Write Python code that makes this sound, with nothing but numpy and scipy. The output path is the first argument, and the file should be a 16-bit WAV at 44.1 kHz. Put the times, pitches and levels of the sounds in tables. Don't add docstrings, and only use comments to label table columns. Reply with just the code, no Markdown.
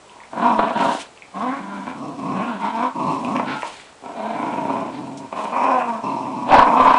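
import sys
import numpy as np
from scipy import signal
from scipy.fft import rfft, irfft, next_fast_len
from scipy.io import wavfile
from scipy.ndimage import uniform_filter1d, map_coordinates

SR = 44100
rng = np.random.default_rng(int(sys.argv[2]) if len(sys.argv) > 2 else 0)


def materialize(psi):
    bounded = np.clip(np.atleast_2d(psi).T, -1, 1)
    quanta = np.round(bounded * 32767).astype(np.int16)
    wavfile.write(sys.argv[1], SR, quanta)


N = 307818
TIME = np.arange(N) / SR

# (start [s], rise [s], fall [s], level [dB], roughness at the peak [0-1], mouth resonance [Hz],
#              muzzle resonance [Hz], then relative to the level: chest, throat, snarl, muzzle, rasp [dB])
HIGH_PUSHES = [(0.327, 0.057, 0.03, -30, 0.7, 1010, 2380, -5.5, -4, -9.5, -22, -23),
               (0.39, 0.068, 0.019, -17.5, 0.29, 994, 2440, -5.5, -9, -13, -23.5, -21.5),
               (0.465, 0.026, 0.088, -18.5, 0.26, 975, 2530, -5, -11, -20, -25, -23),
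               (0.58, 0.02, 0.17, -24, 0.55, 1040, 2550, -4.5, -4.5, -10.5, -22.5, -16),
               (0.744, 0.092, 0.11, -20.5, 0.65, 980, 2820, -4.5, -6.5, -9.5, -22, -14.5),
               (1.36, 0.093, 0.038, -24.5, 0.24, 1060, 2160, -4, -8, -16, -24, -20),
               (1.48, 0.015, 0.11, -28, 0.15, 1080, 2140, 1, -9.5, -8.5, -15, -22),
               (1.601, 0.19, 0.055, -33.5, 0.17, 1010, 2235, 3, -10, -8, -19.5, -17.5),
               (2.339, 0.093, 0.031, -28, 0.3, 1020, 2550, 0.5, -6.5, -10.5, -13.5, -19.5),
               (2.465, 0.019, 0.084, -28, 0.16, 1025, 2552, 1, -9.5, -9, -18, -16),
               (2.604, 0.05, 0.053, -21.5, 0.3, 927, 2200, -7, -15.5, -14.5, -20, -18),
               (2.732, 0.11, 0.032, -20, 0.19, 955.5, 2322, -7.5, -13, -16, -23, -22),
               (4.159, 0.13, 0.084, -32.5, 0.36, 999.6, 2301, -0.5, 0.5, -10, -16, -13),
               (5.327, 0.099, 0.093, -26.5, 0.66, 1018, 2510, -9.5, -8, -17.5, -17.5, -22),
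               (5.524, 0.13, 0.046, -16.5, 0.36, 1014, 2490, -14.5, -11, -20.5, -19, -44),
               (5.669, 0.067, 0.059, -17, 0.09, 995, 2550, -10, -6, -16, -21.5, -32),
               (5.79, 0.02, 0.026, -20.5, 0.4, 992.4, 2519, -13.5, -9, -14, -16.5, -39),
               (5.834, 0.057, 0.1, -25, 0.18, 973.3, 2452, -5.5, -8, -17, -22.5, -41),
               (6.483, 0.0072, 0.025, -16, 0.58, 1005, 2500, -16, -4.5, -15, -17.5, -15.5),
               (6.52, 0.0086, 0.056, -7.5, 0.65, 884, 2325, -16.5, -6, -12.5, -23, -31),
               (6.575, 0.017, 0.039, -8.5, 0.55, 994, 2414, -16, -14.5, -12.5, -28, -30),
               (6.655, 0.021, 0.02, -13, 0.6, 963, 2429, -12, -10, -20, -21.5, -31),
               (6.705, 0.016, 0.047, -12, 0.4, 969, 2440, -11, -13.5, -23, -28, -32),
               (6.767, 0.039, 0.02, -11, 0.5, 1019, 2440, -12, -9, -21, -20.5, -24),
               (6.818, 0.046, 0.14, -10, 0.48, 1035, 2406, -17, -14.5, -17, -22.5, -24)]
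# (start [s], rise [s], fall [s], level [dB], pitch [Hz], roughness at the peak [0-1],
#             mouth resonance [Hz], then relative to the level: chest, throat, snarl [dB])
LOW_PUSHES = [(0.07, 0.15, 0.04, -44, 127.5, 1.0, 990, -26.0, -25, -33),
              (1.86, 0.0076, 0.076, -31.0, 87.67, 0.7, 961, -2.0, -6, -9.5),
              (1.956, 0.088, 0.12, -36.0, 143.1, 0.5, 1151, 5.0, -1.5, -30),
              (2.184, 0.14, 0.12, -27.5, 142.8, 0.7, 1088, 1.5, -6, -22),
              (2.959, 0.14, 0.095, -21.0, 143.6, 0.6, 1000, -4.0, -9.5, -32.5),
              (3.206, 0.15, 0.074, -25.5, 136.9, 0.7, 1094, 1.0, -4.5, -25),
              (3.445, 0.062, 0.067, -26.5, 139.9, 0.42, 915, -3.0, -8, -5.5),
              (3.622, 0.024, 0.049, -31, 139.3, 1.0, 949, -27.5, -11, -25),
              (4.034, 0.013, 0.12, -37.5, 85.33, 0.8, 987, -5.0, 2, -10.5),
              (4.339, 0.08, 0.2, -26.0, 123.5, 0.85, 948.3, -5.0, -4, -14),
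              (4.511, 0.207, 0.194, -27, 137.3, 0.75, 950, -2.0, -2.5, -16.5),
              (4.899, 0.11, 0.24, -37, 133, 0.42, 929.3, 5.5, -2, -21),
              (5.195, 0.06, 0.041, -40.0, 84.93, 0.1, 972.3, -4.5, -12, -20),
              (6.035, 0.0088, 0.24, -23.5, 140.3, 0.63, 965, -6.0, -9, -28.5),
              (6.22, 0.15, 0.19, -28.5, 134.6, 0.7, 975.5, -1.5, -9, -28)]

SAG_DB, SAG_CURVE = 8.5, 1.6
ATTACK_S, RELEASE_S = 0.08, 0.18


def from_db(db):
    return 10 ** (np.asarray(db) / 20)


def rms_one(x):
    return x / np.sqrt(np.mean(x ** 2) + 1e-20)


def drift(rate_hz):
    knots = rng.standard_normal(4000)
    coarse_time = TIME[::20]
    coarse = map_coordinates(knots, [coarse_time * rate_hz], order=3, mode="wrap")
    return rms_one(np.interp(TIME, coarse_time, coarse))


def colour(x, spectrum):
    size = 2 * next_fast_len(N // 2 + SR // 10)
    hz, db = np.transpose(spectrum)
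    bins = np.maximum(np.fft.rfftfreq(size, 1 / SR), 1)
    gain = from_db(np.interp(np.log(bins), np.log(hz), db))
    cepstrum = irfft(np.log(gain))
    cepstrum[1:size // 2] *= 2
    cepstrum[size // 2 + 1:] = 0
    response = np.exp(rfft(cepstrum))
    return irfft(rfft(x, size) * response)[:N]


def noise(spectrum):
    return rms_one(colour(rng.standard_normal(N), spectrum))


def band(x, edges, order=4):
    return signal.sosfilt(signal.butter(order, edges, "band", fs=SR, output="sos"), x)


def resonance(x, hz, width_hz):
    r = np.exp(-np.pi * width_hz / SR)
    zeros = np.array([1, 0, -1]) * (1 - r * r) / 2
    poles = [1, -2 * r * np.cos(2 * np.pi * hz / SR), r * r]
    return signal.lfilter(zeros, poles, x + 1e-18)


def formant(x, hz, width_hz, size=256):
    r = np.exp(-np.pi * width_hz / SR)
    state, out = np.zeros(2), np.zeros(N)
    for i in range(0, N, size):
        poles = [1, -2 * r * np.cos(2 * np.pi * hz[i] / SR), r * r]
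        out[i:i + size], state = signal.lfilter([1, 0, -1], poles, x[i:i + size], zi=state)
    return out


def even(x, size=1500):
    power = uniform_filter1d(uniform_filter1d(x ** 2, size), size)
    return x / np.sqrt(np.maximum(power, 1e-14))


def burst(s, decay_s):
    age = TIME - s
    fade = (age >= 0) * np.exp(-np.minimum(np.abs(age) / decay_s, 20))
    return rng.standard_normal(N) * (fade + 1e-18)


def push(start, rise, fall, attack_s=ATTACK_S, release_s=RELEASE_S):
    past_peak = TIME - start - rise
    way = np.maximum(-past_peak / max(rise, .002), past_peak / max(fall, .002))
    before = np.maximum(start - TIME, 0) / attack_s
    after = np.maximum(past_peak - fall, 0) / release_s
    return np.minimum(way, 1) ** SAG_CURVE, -60 * np.minimum(before + after, 4)


def swells(rows, **edges):
    power = 0
    for start, rise, fall, db in rows:
        sag, edge_db = push(start, rise, fall, **edges)
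        power = power + from_db(db - SAG_DB * sag + edge_db) ** 2
    return np.sqrt(power)


def background():
    # (frequency [Hz], relative level per hertz [dB])
    floor_colour = [(18, -52.5), (30, -0.5), (779, 9), (1780, 0), (3110, -3.5), (7650, -9.5), (10000, -12),
                    (13000, -66.5), (22000, -120)]
    whine = rms_one(resonance(rng.standard_normal(N), hz=7710, width_hz=260))
    return from_db(-47.5) * noise(floor_colour) + from_db(-66) * whine


def buffets():
    # (start [s], rise [s], fall [s], level [dB])
    puffs = [(.592, 0.0057, 0.011, -31), (6.515, 0.016, 0.031, -25), (6.57, 0.014, 0.048, -24.5),
             (6.66, 0.0089, 0.013, -34), (6.8, 0.038, .03, -31.5), (6.88, 0.022, 0.03, -31)]
    # (frequency [Hz], relative level per hertz [dB])
    rumble_colour = [(15, 5), (40, -9), (110, -9.5), (200, -10), (600, -68)]
    return swells(puffs, attack_s=0.07, release_s=0.07) * even(noise(rumble_colour))


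def rustle():
    # (start [s], rise [s], fall [s], level before the flicker and trim [dB])
    rubs = [(.78, 0.23, 0.031, -29.5), (3.0, 0.29, 0.13, -40.5), (3.52, 0.15, 0.17, -36.5),
            (5.36, 0.047, 0.12, -38)]
    # (frequency [Hz], relative level per hertz [dB])
    rustle_colour = [(1000, -6.5), (3000, 5), (4600, -3), (5600, -3), (7800, -3.5), (10000, -8.5)]
    rest_db, effort_db, follows = -71, -33.5, 0.44
    effort = swells([row[:4] for row in HIGH_PUSHES + LOW_PUSHES])
    moving = from_db(effort_db) * effort ** follows
    rubbing = np.sqrt(from_db(rest_db) ** 2 + moving ** 2 + swells(rubs) ** 2)
    flicker = from_db(-6.0 + 2.0 * drift(83) + 0.37 * drift(55))
    return noise(rustle_colour) * rubbing * flicker


def snuffles():
    # (start [s], rise [s], fall [s], level before a 2 dB lift [dB])
    breaths = [(.775, 0.025, 0.26, -38.5), (3.47, 0.031, 0.081, -36), (3.63, 0.039, 0.23, -44),
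               (4.925, 0.03, 0.047, -44), (6.52, 0.034, 0.085, -27.5), (6.87, 0.03, 0.034, -32)]
    # (frequency [Hz], relative level per hertz [dB])
    breath_colour = [(150, -7), (400, 6), (1000, 4.5), (1700, 3.5), (3000, 0.5), (4200, -0.5), (5200, -9.5),
                     (10000, -45)]
    return from_db(2.0) * swells(breaths) * noise(breath_colour)


def scuffs():
    # (time [s], level before the band filter and trim [dB], decay [s])
    paw_slides = [(3.243, -35, 0.011), (5.173, -28.5, 0.023), (6.541, -19, 0.0028), (6.583, -33, 0.0065)]
    slides = sum(from_db(db) * burst(s, decay) for s, db, decay in paw_slides)
    return from_db(-6.0) * band(slides, [3200, 8000], order=2)


def claws():
    # (time [s], peak before the room [dB], ring [Hz])
    ticks = [(0.096, -33, 2900), (0.2027, -30.5, 2140), (0.235, -31, 1970), (1.1748, -33, 2523),
             (1.2213, -25.5, 2370), (3.248, -19, 2450), (3.798, -30, 2260)]
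    out = 0
    for s, db, hz in ticks:
        tick = band(burst(s, decay_s=0.0011), [0.86 * hz, 1.16 * hz], order=2)
        out = out + from_db(db) * tick / np.abs(tick).max()
    return out


def snaps():
    # (time [s], peak before the room [dB])
    claps = [(0.5923, -0.5), (3.3587, -11), (3.3973, -7), (3.631, -11.5)]
    # (frequency [Hz], width [Hz], relative level [dB])
    jaw_modes = [(660, 91, 0.5), (944, 51, 4.5), (1500, 400, -27), (2450, 600, -28)]
    out = 0
    for s, db in claps:
        age = np.clip(TIME - s, 0, .05)
        knock = 0
        for hz, width, mode_db in jaw_modes:
            fade = np.exp(-np.pi * width * age)
            knock = knock + from_db(mode_db) * fade * np.sin(2 * np.pi * hz * age)
        knock = band(knock, [380, 3500], order=3)
        out = out + from_db(db) * knock / np.abs(knock).max()
    return out


def crunches():
    # (start [s], rise [s], fall [s], level before the room [dB])
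    grinds = [(.675, 0.0055, 0.02, -32.5), (.775, 0.034, .03, -30), (1.862, 0.015, 0.021, -52),
              (3.358, 0.0038, 0.004, -21), (3.394, 0.0044, 0.0093, -28.5), (3.62, 0.0079, 0.0079, -27.5),
              (6.52, 0.0052, 0.025, -19), (6.575, 0.0081, 0.034, -26)]
    # (frequency [Hz], relative gain [dB])
    click_colour = [(600, -41.5), (1450, -3), (1950, 2), (2650, 2), (3500, -18.5), (5500, -17.5),
                    (10000, -40)]
    slips_per_s, spread_db, edge_s = 1000, 17.5, 0.017
    slipping = rng.random(N) < slips_per_s / SR
    slips = slipping * rng.choice([-1, 1], N) * from_db(spread_db * rng.standard_normal(N))
    clicks = even(colour(slips, click_colour), size=500)
    return swells(grinds, attack_s=edge_s, release_s=edge_s) * clicks


def controls(growls, size=40):
    sag_shares = [1, .71, 0.72, 0.8, 0.77, 0.63]
    rougher_at_ends = 0.06
    time, power, lead, steered = TIME[::size], 0, 0, 0
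    for start, rise, fall, db, rough, first_hz, second_hz, *registers_db in growls:
        sag, edge_db = (curve[::size] for curve in push(start, rise, fall))
        levels_db = db + np.array([0, *registers_db])
        gains = from_db(levels_db[:, None] - SAG_DB * np.outer(sag_shares, sag) + edge_db)
        weight = gains[1] ** 2
        aims = np.broadcast_arrays(rough + rougher_at_ends * sag, first_hz, second_hz)
        steered = steered + weight * np.array(aims)
        power, lead = power + gains ** 2, lead + weight
    curves = [*steered / lead, *np.sqrt(power)]
    rough, first_hz, second_hz, *gains = (np.interp(TIME, time, curve) for curve in curves)
    return rough, first_hz, second_hz, np.array(gains)


def folds(pitch, rough, jitter, shimmer_db, waver, flutter_hz, flutter_db, air, swing):
    rough = np.clip(rough, 0, 1.2)
    cycles = np.cumsum(pitch * (1 + waver * rough * drift(60))) / SR
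    at = np.flatnonzero(np.diff(np.floor(cycles)))
    late, strong = rng.standard_normal((4000, 2))[:len(at)].T
    shift = jitter * rough[at] * late * SR / pitch[at]
    closures = np.clip(at + shift, 0, N - 1).astype(int)
    pulses = np.zeros(N)
    pulses[closures] = from_db(shimmer_db * rough[at] * strong)
    gap = signal.lfilter([1], [1, -np.exp(-1 / (0.0086 * SR))], pulses)
    hiss = rms_one(gap * rng.standard_normal(N))
    flow = rms_one(pulses) + air * rough ** 0.52 * hiss
    tone = swing * np.maximum(1 - rough, 0) * np.cos(2 * np.pi * cycles)
    rattle = from_db(flutter_db * rough ** 0.93 * np.tanh(drift(flutter_hz)))
    return tone + flow * rattle


def growl(flow, tract, gains, mouth_hz, muzzle_hz, trims_db, nose_db):
    # (low [Hz], high [Hz])
    register_edges = [(830, 1230), (70, 380), (380, 780), (1390, 2100), (1900, 3000), (2750, 4300)]
    # (frequency [Hz], width [Hz], level before trim [dB])
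    nose_modes = [(2680, 200, -20.5), (4140, 370, -26.5), (5360, 590, -25.5)]
    # (time [s], full boost
    # [dB], spread to each side [s])
    boosts = [(0.468, 4, .006), (0.506, 8, .004), (0.596, 12, .0042), (0.641, 7, .004), (1.346, 8, .005),
              (2.843, 3.5, .009), (3.004, 5, .005), (3.24, 5, .004), (3.283, 6, .004), (3.401, 7, .004),
              (4.195, 5, .006), (4.703, 5, .005), (4.765, 4, .005), (5.328, 6, .003), (5.368, 8, .004),
              (5.408, 8, .004), (6.272, 4, .003), (6.624, 6, .005), (6.972, 4, .004)]
    boost_shares = [1, .3, .9, .7, .7, .7]

    voice = colour(flow, tract)
    mouth = formant(voice, mouth_hz * (1 + 0.027 * drift(25)), width_hz=170)
    torn = voice * from_db(2.25 * drift(75))
    snarl = formant(torn, 1510 * (1 + 0.03 * drift(18)), width_hz=280)
    muzzle = formant(torn, muzzle_hz * (1 + 0.018 * drift(22)), width_hz=250)
    sources = [mouth, voice, voice, snarl, muzzle, torn]
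    registers = [even(band(x, edges)) for x, edges in zip(sources, register_edges)]

    nose = 0
    for hz, width, db in nose_modes:
        ring = resonance(resonance(flow, hz, width), hz, 2 * width)
        nose = nose + from_db(db + nose_db + 4.0 * drift(30)) * even(ring)
    leak = 7 * gains[3] / gains[0]
    nose_gain = np.sqrt(gains[0] * gains[1]) / (1 + leak ** 2)

    surge_db = sum(db * np.exp(-.5 * ((TIME - s) / spread) ** 2) for s, db, spread in boosts)
    surges = from_db(np.array(trims_db)[:, None] + np.outer(boost_shares, surge_db))
    return np.sum(gains * surges * registers, axis=0) + nose_gain * nose


def lower_dog():
    # (frequency [Hz], relative gain [dB])
    low_tract = [(55, -39), (82, -15), (110, -9), (145, -4.5), (195, 3), (275, 9), (380, -12), (500, -15.5),
                 (660, -7), (1100, -10.5), (1350, -23.5), (1600, -34), (2200, -32), (4500, -43.5)]
    rows = []
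    for start, rise, fall, db, hz, rough, mouth_hz, chest, throat, snarl in LOW_PUSHES:
        muzzle = -10 + 0.51 * snarl
        rasp = snarl - 11.5
        rows.append((start, rise, fall, db, rough, hz, mouth_hz, chest, throat, snarl, muzzle, rasp))
    rough, pitch, mouth_hz, gains = controls(rows)
    flow = folds(pitch, rough, jitter=0.1705, shimmer_db=3.2, waver=.14,
                 flutter_hz=89.3, flutter_db=2.5, air=0.98, swing=0.11)
    return growl(flow, low_tract, gains, mouth_hz, muzzle_hz=2370,
                 trims_db=[-0.76, 0.64, 0.78, -1.7, .3, -0.62], nose_db=-3.5)


def higher_dog():
    # (frequency [Hz], relative gain [dB])
    high_tract = [(60, -31.5), (100, -17.5), (200, 3), (290, 6), (380, -12), (520, -8), (680, 1.5),
                  (1000, 2), (1300, -3), (2200, -20.5), (2750, -25.5), (3300, -24), (4500, -27)]
    # (time [s], pitch [Hz])
    pitch_line = [(.37, 155.5), (.455, 255.1), (.49, 244.6), (.53, 219), (.64, 203.2), (.69, 237.4),
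                  (.78, 237), (.87, 287.4), (1.34, 186.2), (1.4, 202.3), (1.46, 256.5), (1.51, 268),
                  (1.585, 282.6), (1.607, 194.5), (1.78, 198.8), (2.39, 190.1), (2.425, 238.5), (2.49, 245),
                  (2.58, 183.7), (2.66, 221), (2.7, 212.7), (2.745, 233.8), (2.785, 225), (2.825, 253.1),
                  (2.88, 264.9), (4.16, 232.8), (4.23, 211.3), (4.33, 228.4), (5.36, 238.2), (5.5, 213.1),
                  (5.56, 252.2), (5.65, 265.7), (5.73, 255.5), (5.81, 240), (5.99, 219.7), (6.48, 250.9),
                  (6.53, 289.7), (6.61, 275.7), (6.66, 238.7), (6.73, 236.6), (6.79, 255), (6.9, 270.7),
                  (6.97, 258)]
    rough, mouth_hz, muzzle_hz, gains = controls(HIGH_PUSHES)
    pitch = np.interp(TIME, *np.transpose(pitch_line))
    flow = folds(pitch, rough, jitter=.13, shimmer_db=7, waver=.1,
                 flutter_hz=70.85, flutter_db=7, air=1.2, swing=0.04)
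    return growl(flow, high_tract, gains, mouth_hz, muzzle_hz,
                 trims_db=[-0.5, 1.3, 4.5, -1.4, 2.5, -4.0], nose_db=-2.5)


def room(x, t60, wet_db, dull_hz, count=4):
    # (frequency [Hz], width [Hz], gain before the scene's trim [dB])
    ringing_objects = [(1315, 11.3, 17.5), (1401, 5.5, 10.5)]
    age = TIME[:SR // 2]
    fade = from_db(-60 * age / t60) * (age > .003)
    tails = rng.standard_normal((count, len(age))) * fade
    tails = band(tails / np.linalg.norm(tails[0]), [400, dull_hz], order=2)
    places = np.array([drift(5) for _ in tails])
    places = places / np.linalg.norm(places, axis=0)
    echoes = sum(signal.fftconvolve(x * place, tail)[:N] for place, tail in zip(places, tails))
    rings = sum(from_db(db) * resonance(x, hz, width) for hz, width, db in ringing_objects)
    return from_db(wet_db) * echoes + rings


def scene():
    dogs = claws() + snaps() + crunches() + lower_dog() + higher_dog()
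    heard = from_db(-1.34) * (dogs + room(dogs, t60=0.26, wet_db=-2.0, dull_hz=5600))
    return (background() + buffets() + rustle() + snuffles() + scuffs() + heard)[None]


def record(dry):
    top = np.where(dry > 0, .76, .98)
    limited = dry / (1 + (dry / top) ** 16) ** (1 / 16)
    low_pass = signal.ellip(10, .1, 70, 10100, fs=SR, output="sos")
    return signal.sosfilt(low_pass, limited)


dry = scene()
out = record(dry)
materialize(out)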